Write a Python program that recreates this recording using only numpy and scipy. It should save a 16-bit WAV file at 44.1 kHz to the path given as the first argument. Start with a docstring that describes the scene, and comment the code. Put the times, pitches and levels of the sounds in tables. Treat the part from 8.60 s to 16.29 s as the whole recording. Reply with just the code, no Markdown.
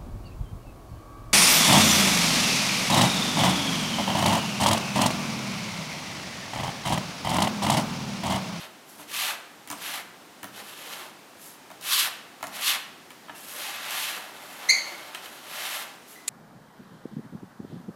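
"""A bare room with a cement floor, where a notched steel spreader on a long handle is drawn through adhesive.
Friction of the teeth on grit makes a rasp, coloured by the modes of the blade and the air wedge under it.
The wet paste fizzes as it tears, and between strokes the blade clacks down on one corner, then the other.
The worker walks off with one long drag, a rubber sole squeaks by stick and slip, and the blade hits
something hard by the wall. The room reverberates over steady noise and a thin electrical whine."""
import sys
import numpy as np
from scipy import signal
from scipy.fft import rfft, irfft, next_fast_len
from scipy.io import wavfile
from scipy.ndimage import uniform_filter1d

SR = 44100
rng = np.random.default_rng(int(sys.argv[2]) if len(sys.argv) > 2 else 0)


def materialize(psi):
    """Save the field psi as 16-bit PCM at rate SR to the path in sys.argv[1].

    A 1-D psi becomes a single channel; in a 2-D psi each row is a channel.
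    """
    bounded = np.clip(np.atleast_2d(psi).T, -1, 1)
    quanta = np.round(bounded * 32767).astype(np.int16)
    wavfile.write(sys.argv[1], SR, quanta)


N = 339129
TIME = np.arange(N) / SR


def scrape():
    """Friction noise: a faster blade is louder and meets more grit; catching teeth make it judder."""
    rasp_gain, fizz_gain, tilt = blade_motion()
    grains_per_s = 5000 + 250000 * rasp_gain
    judder = rms_one(from_db(drift(450) + 1.02 * drift(45)))
    rasp = rasp_gain * teeth(grains_per_s, tilt)
    paste = fizz_gain * fizz(grains_per_s)
    hollow = rasp_gain * air_wedge(grains_per_s, rasp_gain, tilt)
    return judder * (rasp + paste + hollow) + crackle(fizz_gain)


# swings of the arm: fastest_s, rise_s, fall_s, rasp_db, fizz_above_rasp_db
STROKES = [ (0.01, .05, 0.079, -39.5, -8.5), (0.32, 0.066, 0.094, -63.5, 11.5),
           (0.42, 0.056, 0.042, -49, -1), (0.644, 0.19, .115, -27.5, -4.5), (1.331, 0.2, 0.097, -33, -5),
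           (1.995, 0.088, 0.034, -41, -6.5), (2.11, 0.13, 0.044, -49, -2.5), (2.35, 0.38, 0.17, -40, -5.5),
           (2.85, 0.092, 0.14, -59.5, 12), (3.405, .21, 0.092, -22.5, -3), (3.971, .065, 0.037, -34, -5),
           (4.09, 0.11, 0.093, -23.5, -4.5), (7.515, 0.061, 0.11, -60.5, 11.5), ]
# the long drag made while walking, in two halves: time_s, rasp_db, fizz_above_rasp_db
LONG_DRAG = [
    [(4.75, -49, 0.5), (4.806, -53, 5.5), (5.042, -32.5, -5), (5.184, -38.5, -9.5), (5.43, -29.5, -3),
     (5.448, -29, -4.5), (5.694, -48, -7.5), (5.918, -47, -3.5), (6.05, -40.5, -8.5)],
    [(6.62, -46, -8), (6.648, -44, -4.5), (6.836, -49.5, -5.5), (6.908, -38.5, -5.5), (7.08, -32.5, -5),
     (7.202, -37.5, -3), (7.306, -49.5, -11), (7.36, -55, -7)],
]
# lean of the blade in that drag: time_s, tilt (-1 flat to 1 tipped)
DRAG_TILT = [(5.05, -0.19), (5.3, 0.28), (5.45, -0.2), (5.65, 0.68), (6.5, 0.59), (7.0, -0.14), (7.2, 0.44)]

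def blade_motion(push_power=1.74, lift_power=0.98, paste_loss_db=2):
    """Speed sets friction level: in a swing the blade speeds up, tips, runs out of paste and lifts."""
    time_s, drag_db, drag_fizz_db = np.transpose(np.vstack(LONG_DRAG))
    dragging = (TIME >= time_s[0]) & (TIME <= time_s[-1])
    drag_gain = dragging * from_db(np.interp(TIME, time_s, drag_db))
    rasp_gain = np.abs(uniform_filter1d(drag_gain, size=500))
    fizz_gain = rasp_gain * from_db(np.interp(TIME, time_s, drag_fizz_db))
    weighted_tilt = rasp_gain * np.interp(TIME, *np.transpose(DRAG_TILT))
    for fastest_s, rise_s, fall_s, rasp_db, fizz_db in STROKES:
        tilt = np.clip((TIME - fastest_s) / np.where(TIME < fastest_s, rise_s, fall_s), -1, 1)
        power = np.where(tilt < 0, push_power, lift_power)   # gentle swell, more abrupt end
        gain = from_db(rasp_db) * np.abs(np.cos(np.pi / 2 * tilt)) ** power
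        rasp_gain += gain
        fizz_gain += gain * from_db(fizz_db - paste_loss_db * tilt)
        weighted_tilt += gain * tilt
    return rasp_gain, fizz_gain, weighted_tilt / (rasp_gain + 1e-9)


# spectrum of teeth on cement: frequency_hz, density_db
RASP_SPECTRUM = [(530, -10), (900, -21), (982, 9), (1210, 5), (1510, 1.5), (1720, 4.5), (2310, 0),
                 (2520, -14), (3030, 2), (7060, -7), (12000, -42), (15600, -42), (22000, -120)]
# modes of the rubbed blade: pitch_hz, width_hz, level_db
BLADE_MODES = [(1182, 30, 7), (1730, 150, -13.5), (2140, 100, -4), (2586, 104, 7), (3000, 320, 3.5),
               (3690, 360, 1), (4330, 230, -1), (5240, 40, -24), (5710, 85, -6)]

def teeth(grains_per_s, tilt, lift_loss_db=2):
    """Forced vibration: tiny impacts on grit rasp and drive the blade, less as the teeth tip away."""
    grit = coloured(grains(grains_per_s, spread_db=2), RASP_SPECTRUM)
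    rasp = cut(cut(grit, 1870, "high"), 9900, "low")
    blade = rms_one(ring(grains(grains_per_s, spread_db=4), BLADE_MODES))
    return (from_db(-4) * rasp + from_db(-7.5) * blade) * from_db(-lift_loss_db * tilt)


def air_wedge(grains_per_s, rasp_gain, tilt, brisk_db=-25, creep_db=-43):
    """Cavity resonance: two peaks of the air under the blade sink as it slows and tips over."""
    pace_db = 20 * np.log10(np.maximum(rasp_gain, from_db(creep_db))) - brisk_db
    lower_hz = 1126 * 2 ** (0.08 * pace_db - 0.19 * tilt) * (1 + 0.09 * drift(22))
    upper_hz = 2970 * 2 ** (0.1 * pace_db - 0.71 * tilt)
    lower_db = -11 - 0.37 * pace_db + 6.5 * tilt   # stands out on a slow, tipped blade
    upper_db = -5.5 + 4 * tilt
    broad = glide(grains(grains_per_s, spread_db=1.5), lower_hz, width_hz=520)
    broad = cut(broad, [560, 1500], "band", order=4)
    # now and then the lower peak narrows to a short groan
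    catching = np.clip(0.14 + 0.36 * drift(24), 0, 1)
    narrow = glide(grains(grains_per_s, spread_db=-3), lower_hz, width_hz=46)
    groan = catching * glide(narrow, lower_hz, width_hz=470)
    lower = from_db(-3.5) * broad + from_db(-3) * groan
    upper = glide(grains(grains_per_s, spread_db=1), upper_hz, width_hz=1740)
    upper = glide(upper, upper_hz, width_hz=3000)
    return from_db(lower_db) * lower + from_db(upper_db) * upper


# spectrum of tearing paste: frequency_hz, density_db
PASTE_SPECTRUM = [(4000, -5.5), (7000, -3.5), (9500, -3), (11700, 1.5), (13200, -4.5), (15500, -13)]

def fizz(grains_per_s):
    """Shot noise: countless tiny tears in the wet paste merge into a high hiss."""
    return cut(coloured(grains(grains_per_s, spread_db=-4.5), PASTE_SPECTRUM), 4400, "high")


def crackle(fizz_gain, decay_s=0.001):
    """Rupture: threads of paste snap one by one, standing out most when the blade moves slowly."""
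    snaps = np.abs(grains(per_s=37, spread_db=0.5))
    envelope = signal.lfilter([1], [1, -np.exp(-1 / (decay_s * SR))], snaps + 1e-18)
    bursts = envelope * rng.standard_normal(N)
    return from_db(-39.5) * np.sqrt(fizz_gain) * coloured(bursts, PASTE_SPECTRUM)


# blade set down or jolted: start_s, clack_db, contact_hz, thump_db, tick_db, second_above_first_db
KNOCKS = [ (0.395, -34, 990, -47, -46, -10), (1.075, -34, 2630, -50, -26.5, -7),
          (1.102, -27, 2110, -39.5, -21, -4), (1.114, -27.5, 980, -44, -22.5, -1),
          (1.831, -30, 1130, -43, -23, 1), (3.103, -36.5, 1090, -57, -36, 1.5),
          (3.212, -43, 3000, -67, -29, 0), (3.808, -38, 1500, -52, -36, -12),
          (3.828, -20, 1340, -44.5, -19.5, -4), (3.870, -42, 1000, -45, -23.5, -14),
          (4.505, -34, 2200, -60, -31, -7), (4.683, -33, 1540, -55, -53, 6.5),
          (5.308, -31, 3000, -58, -21, -22), (6.548, -23, 2900, -64, -21.5, -24),
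          (6.658, -34, 2980, -58, -31, -17), ]
# modes of the blade on its swivel: pitch_hz, width_hz, level_db
SWIVEL_MODES = [(616, 200, 3), (964, 244, 5), (1380, 380, 0.5), (2200, 840, -6), (3060, 330, -3),
                (3930, 350, -7)]
# modes of handle and floor: pitch_hz, width_hz, level_db
HANDLE_MODES = [(110.6, 13, -7), (179, 5.6, 1), (211, 5.5, 6.5), (290, 19, -0.5)]

def knocks(corner_lag_s=0.012):
    """Impact excitation: each corner clacks in the swivel, thumps the handle and ticks at the edge."""
    out = np.zeros(N)
    for first_s, clack_db, contact_hz, thump_db, tick_db, second_db in KNOCKS:
        for start_s, corner_db in ((first_s, 0), (first_s + corner_lag_s, second_db)):
            swivel = ring(contact(decay_s=0.0035, grit=0.43), SWIVEL_MODES)
            # the harder the contact, the higher the modes that it stirs
            clack = signal.lfilter(*resonator(contact_hz, width_hz=1840), swivel)
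            thump = ring(contact(decay_s=0.0025, grit=0.099), HANDLE_MODES)
            tick = cut(contact(decay_s=0.00093, grit=0.2), [3000, 14500], "band")
            add(out, start_s, clack, clack_db + corner_db)
            add(out, start_s, thump, thump_db + corner_db)
            add(out, start_s, tick, tick_db + corner_db)
    return out


# hits of bare steel on something hard: start_s, level_db
CLINKS = [(7.6772, -23), (7.6804, -8.5), (7.6832, -13)]
# modes of the steel edge: pitch_hz, width_hz, level_db
EDGE_MODES = [(2360, 990, -7), (4800, 620, -7.5), (7400, 1000, -1), (10800, 1000, -3)]

def clinks():
    """Contact chatter: the edge strikes in quick succession, exciting high, heavily damped modes."""
    out = np.zeros(N)
    for start_s, level_db in CLINKS:
        add(out, start_s, ring(contact(decay_s=0.0014, grit=0.54), EDGE_MODES), level_db)
    return out


# slips of a rubber sole: start_s, length_s, pitch_hz, swing_ratio, level_db, overtones_db
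SQUEAKS = [ (4.745, 0.03, 2700, .008, -49, -19), (6.086, 0.033, 2140, .065, -17, -1),
           (7.551, .035, 1990, .01, -47, -15), ]
# pitch bend at the start, the loudest moment, the grip and the end: share_of_swing
SQUEAK_BEND = [-1.3, -0.057, 0.89, 0.23]
# harmonics 2 to 5: level_db
SQUEAK_HARMONICS = [2, -2, -18, -20]

def squeaks(jitter=0.0307, flutter_db=1.2, octave_swell_db=15):
    """Stick-slip oscillation: a rough tone climbs until the sole grips, with a rubbing hiss."""
    out = np.zeros(N)
    waver = 1 + jitter * drift(1300)
    rub = from_db(-20) * rms_one(cut(rng.standard_normal(N), [7500, 13000], "band"))
    stages = [0, 0.31, 0.83, 1]   # start, loudest, grip and end, as shares of the length
    for start_s, length_s, pitch_hz, swing, level_db, overtones_db in SQUEAKS:
        progress = np.clip((TIME - start_s) / length_s, 0, 1)
        bent_hz = pitch_hz * (1 + swing * np.interp(progress, stages, SQUEAK_BEND))
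        phase = 2 * np.pi * np.cumsum(bent_hz * waver) / SR
        octave, *higher = [from_db(db) * np.sin(k * phase) for k, db in enumerate(SQUEAK_HARMONICS, 2)]
        overtones = octave * from_db(octave_swell_db * (progress - 0.5)) + sum(higher) + rub
        envelope = np.interp(progress, stages, [0, 1, 0.33, 0])
        out += from_db(level_db) * envelope * (np.sin(phase) + from_db(overtones_db) * overtones)
    return out * rms_one(from_db(flutter_db * drift(700)))


# narrow resonances of the room: pitch_hz, width_hz, level_db
ROOM_MODES = [(2060, 6.4, 11.5), (2098, 6, 6.5), (2231, 8.5, -3.5), (2390, 9, 14), (4218, 5.8, -3),
              (4150, 13, 7), (4520, 9, -6), (6590, 22, 6.5)]

def room_ringing(sole):
    """Free decay: lightly damped room modes ring on after a squeak."""
    return from_db(3.5) * ring(sole, ROOM_MODES)


# reverberation time: frequency_hz, t60_s
ROOM_T60 = [(150, 0.87), (1300, 0.8), (3500, 0.55), (7000, 0.44), (14000, 0.35)]

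def room(x, wet_db, early, early_s=0.011, build_s=0.0018):
    """Reverberation: direct sound, early reflections, then a tail whose treble dies first."""
    t, tail = TIME[:SR], 0
    edges_hz = np.geomspace(70, 18000, 11)
    for low, high in zip(edges_hz, edges_hz[1:]):
        band = cut(rng.standard_normal(SR), [low, high], "band")
        tail = tail + band * np.exp(-np.log(1000) * t / at_hz(ROOM_T60, np.sqrt(low * high)))
    tail = tail * (1 - np.exp(-t / build_s)) * (1 + early * np.exp(-t / early_s))
    return x + from_db(wet_db) * signal.fftconvolve(x, tail / np.linalg.norm(tail))[:N]


# spectrum of the room noise: frequency_hz, density_db
AIR_SPECTRUM = [(18, -69), (30, -35), (90, -14.5), (179, -3), (295, -1), (473, -5), (540, -5), (616, -6),
                (684, -3), (1280, -7), (4420, -14.5), (8080, -19), (9970, -20.5), (14800, -23.5),
                (16000, -36)]
# electrical whine: pitch_hz, level_db
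WHINE = [(14400, -78)]

def background():
    """Noise floor: steady broadband room noise with a thin electrical pure tone."""
    air = from_db(-50) * coloured(rng.standard_normal(N), AIR_SPECTRUM)
    whine = sum(from_db(db) * np.sqrt(2) * np.sin(2 * np.pi * hz * TIME) for hz, db in WHINE)
    return air + whine


def grains(per_s, spread_db):
    """Poisson process: random clicks of uneven size; rms 1."""
    sizes = from_db(spread_db * np.minimum(rng.exponential(1, N), 4)) * rng.choice([-1, 1], N)
    return rms_one(sizes * (rng.random(N) < per_s / SR) / np.sqrt(per_s))


def contact(decay_s, grit):
    """Impulsive force: a sharp push, then a short crunch of grit."""
    t = TIME[:SR // 3]
    return (t == 0) + grit * rng.standard_normal(len(t)) * np.exp(-t / decay_s)


def drift(rate_hz):
    """Random modulation: interpolated noise; rms 1."""
    steps = rng.standard_normal(N // 8)
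    return rms_one(np.interp(TIME * rate_hz, np.arange(len(steps)), steps))


def resonator(hz, width_hz):
    """Damped oscillator: two-pole filter coefficients with peak gain 1."""
    r = np.exp(-np.pi * width_hz / SR)
    return (1 - r * r) / 2 * np.array([1, 0, -1]), [1, -2 * r * np.cos(2 * np.pi * hz / SR), r * r]


def ring(x, modes):
    """Modal sum: parallel resonances of alternating sign."""
    return sum((-1) ** k * from_db(db) * signal.lfilter(*resonator(hz, width_hz), x + 1e-18)
               for k, (hz, width_hz, db) in enumerate(modes))


def glide(x, hz, width_hz, block=256):
    """Time-varying resonance: the centre moves while the ringing carries on; rms 1."""
    out, state = np.zeros(N), np.zeros(2)
    for i in range(0, N, block):
        out[i:i + block], state = signal.lfilter(*resonator(hz[i], width_hz), x[i:i + block], zi=state)
    return rms_one(out)


def coloured(x, spectrum):
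    """Spectral shaping of a steady sound; rms 1."""
    size = next_fast_len(N)
    gain = from_db(at_hz(spectrum, np.arange(size // 2 + 1) * SR / size))
    return rms_one(irfft(rfft(x, size) * gain, size)[:N])


def cut(x, hz, kind, order=2):
    """Butterworth filtering."""
    return signal.sosfilt(signal.butter(order, hz, kind, fs=SR, output="sos"), x)


def at_hz(points, hz):
    """Interpolation along a log-frequency axis."""
    known_hz, values = np.transpose(points)
    return np.interp(np.log(np.maximum(hz, 1)), np.log(known_hz), values)


def add(track, start_s, sound, peak_db):
    """Superposition of one sound at a given time and peak level."""
    start = round(start_s * SR)
    part = sound[:max(N - start, 0)]
    track[start:start + len(part)] += from_db(peak_db) * part / np.abs(sound).max()


def from_db(db):
    """Decibels to amplitude ratio."""
    return 10 ** (np.asarray(db) / 20)


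def rms_one(x):
    """Normalisation to unit rms."""
    return x / np.sqrt(np.mean(x ** 2) + 1e-20)


def scene():
    """Superposition: all sources share one room, the impacts and the sole wetter than the scrape."""
    scraping = room(scrape(), wet_db=-8.5, early=0.23)
    impacts = room(knocks() + clinks(), wet_db=-2, early=1.7)
    sole = from_db(2) * squeaks()
    squeaking = room(sole, wet_db=-2, early=0.27) + room_ringing(sole)
    return (scraping + impacts + squeaking + background())[None]


def record(dry):
    """Band limiting: a steep low-pass filter removes the highest treble."""
    cutoff_hz = 15900
    return signal.sosfilt(signal.ellip(10, 0.1, 80, cutoff_hz, fs=SR, output="sos"), dry)


dry = scene()
out = record(dry)
materialize(out)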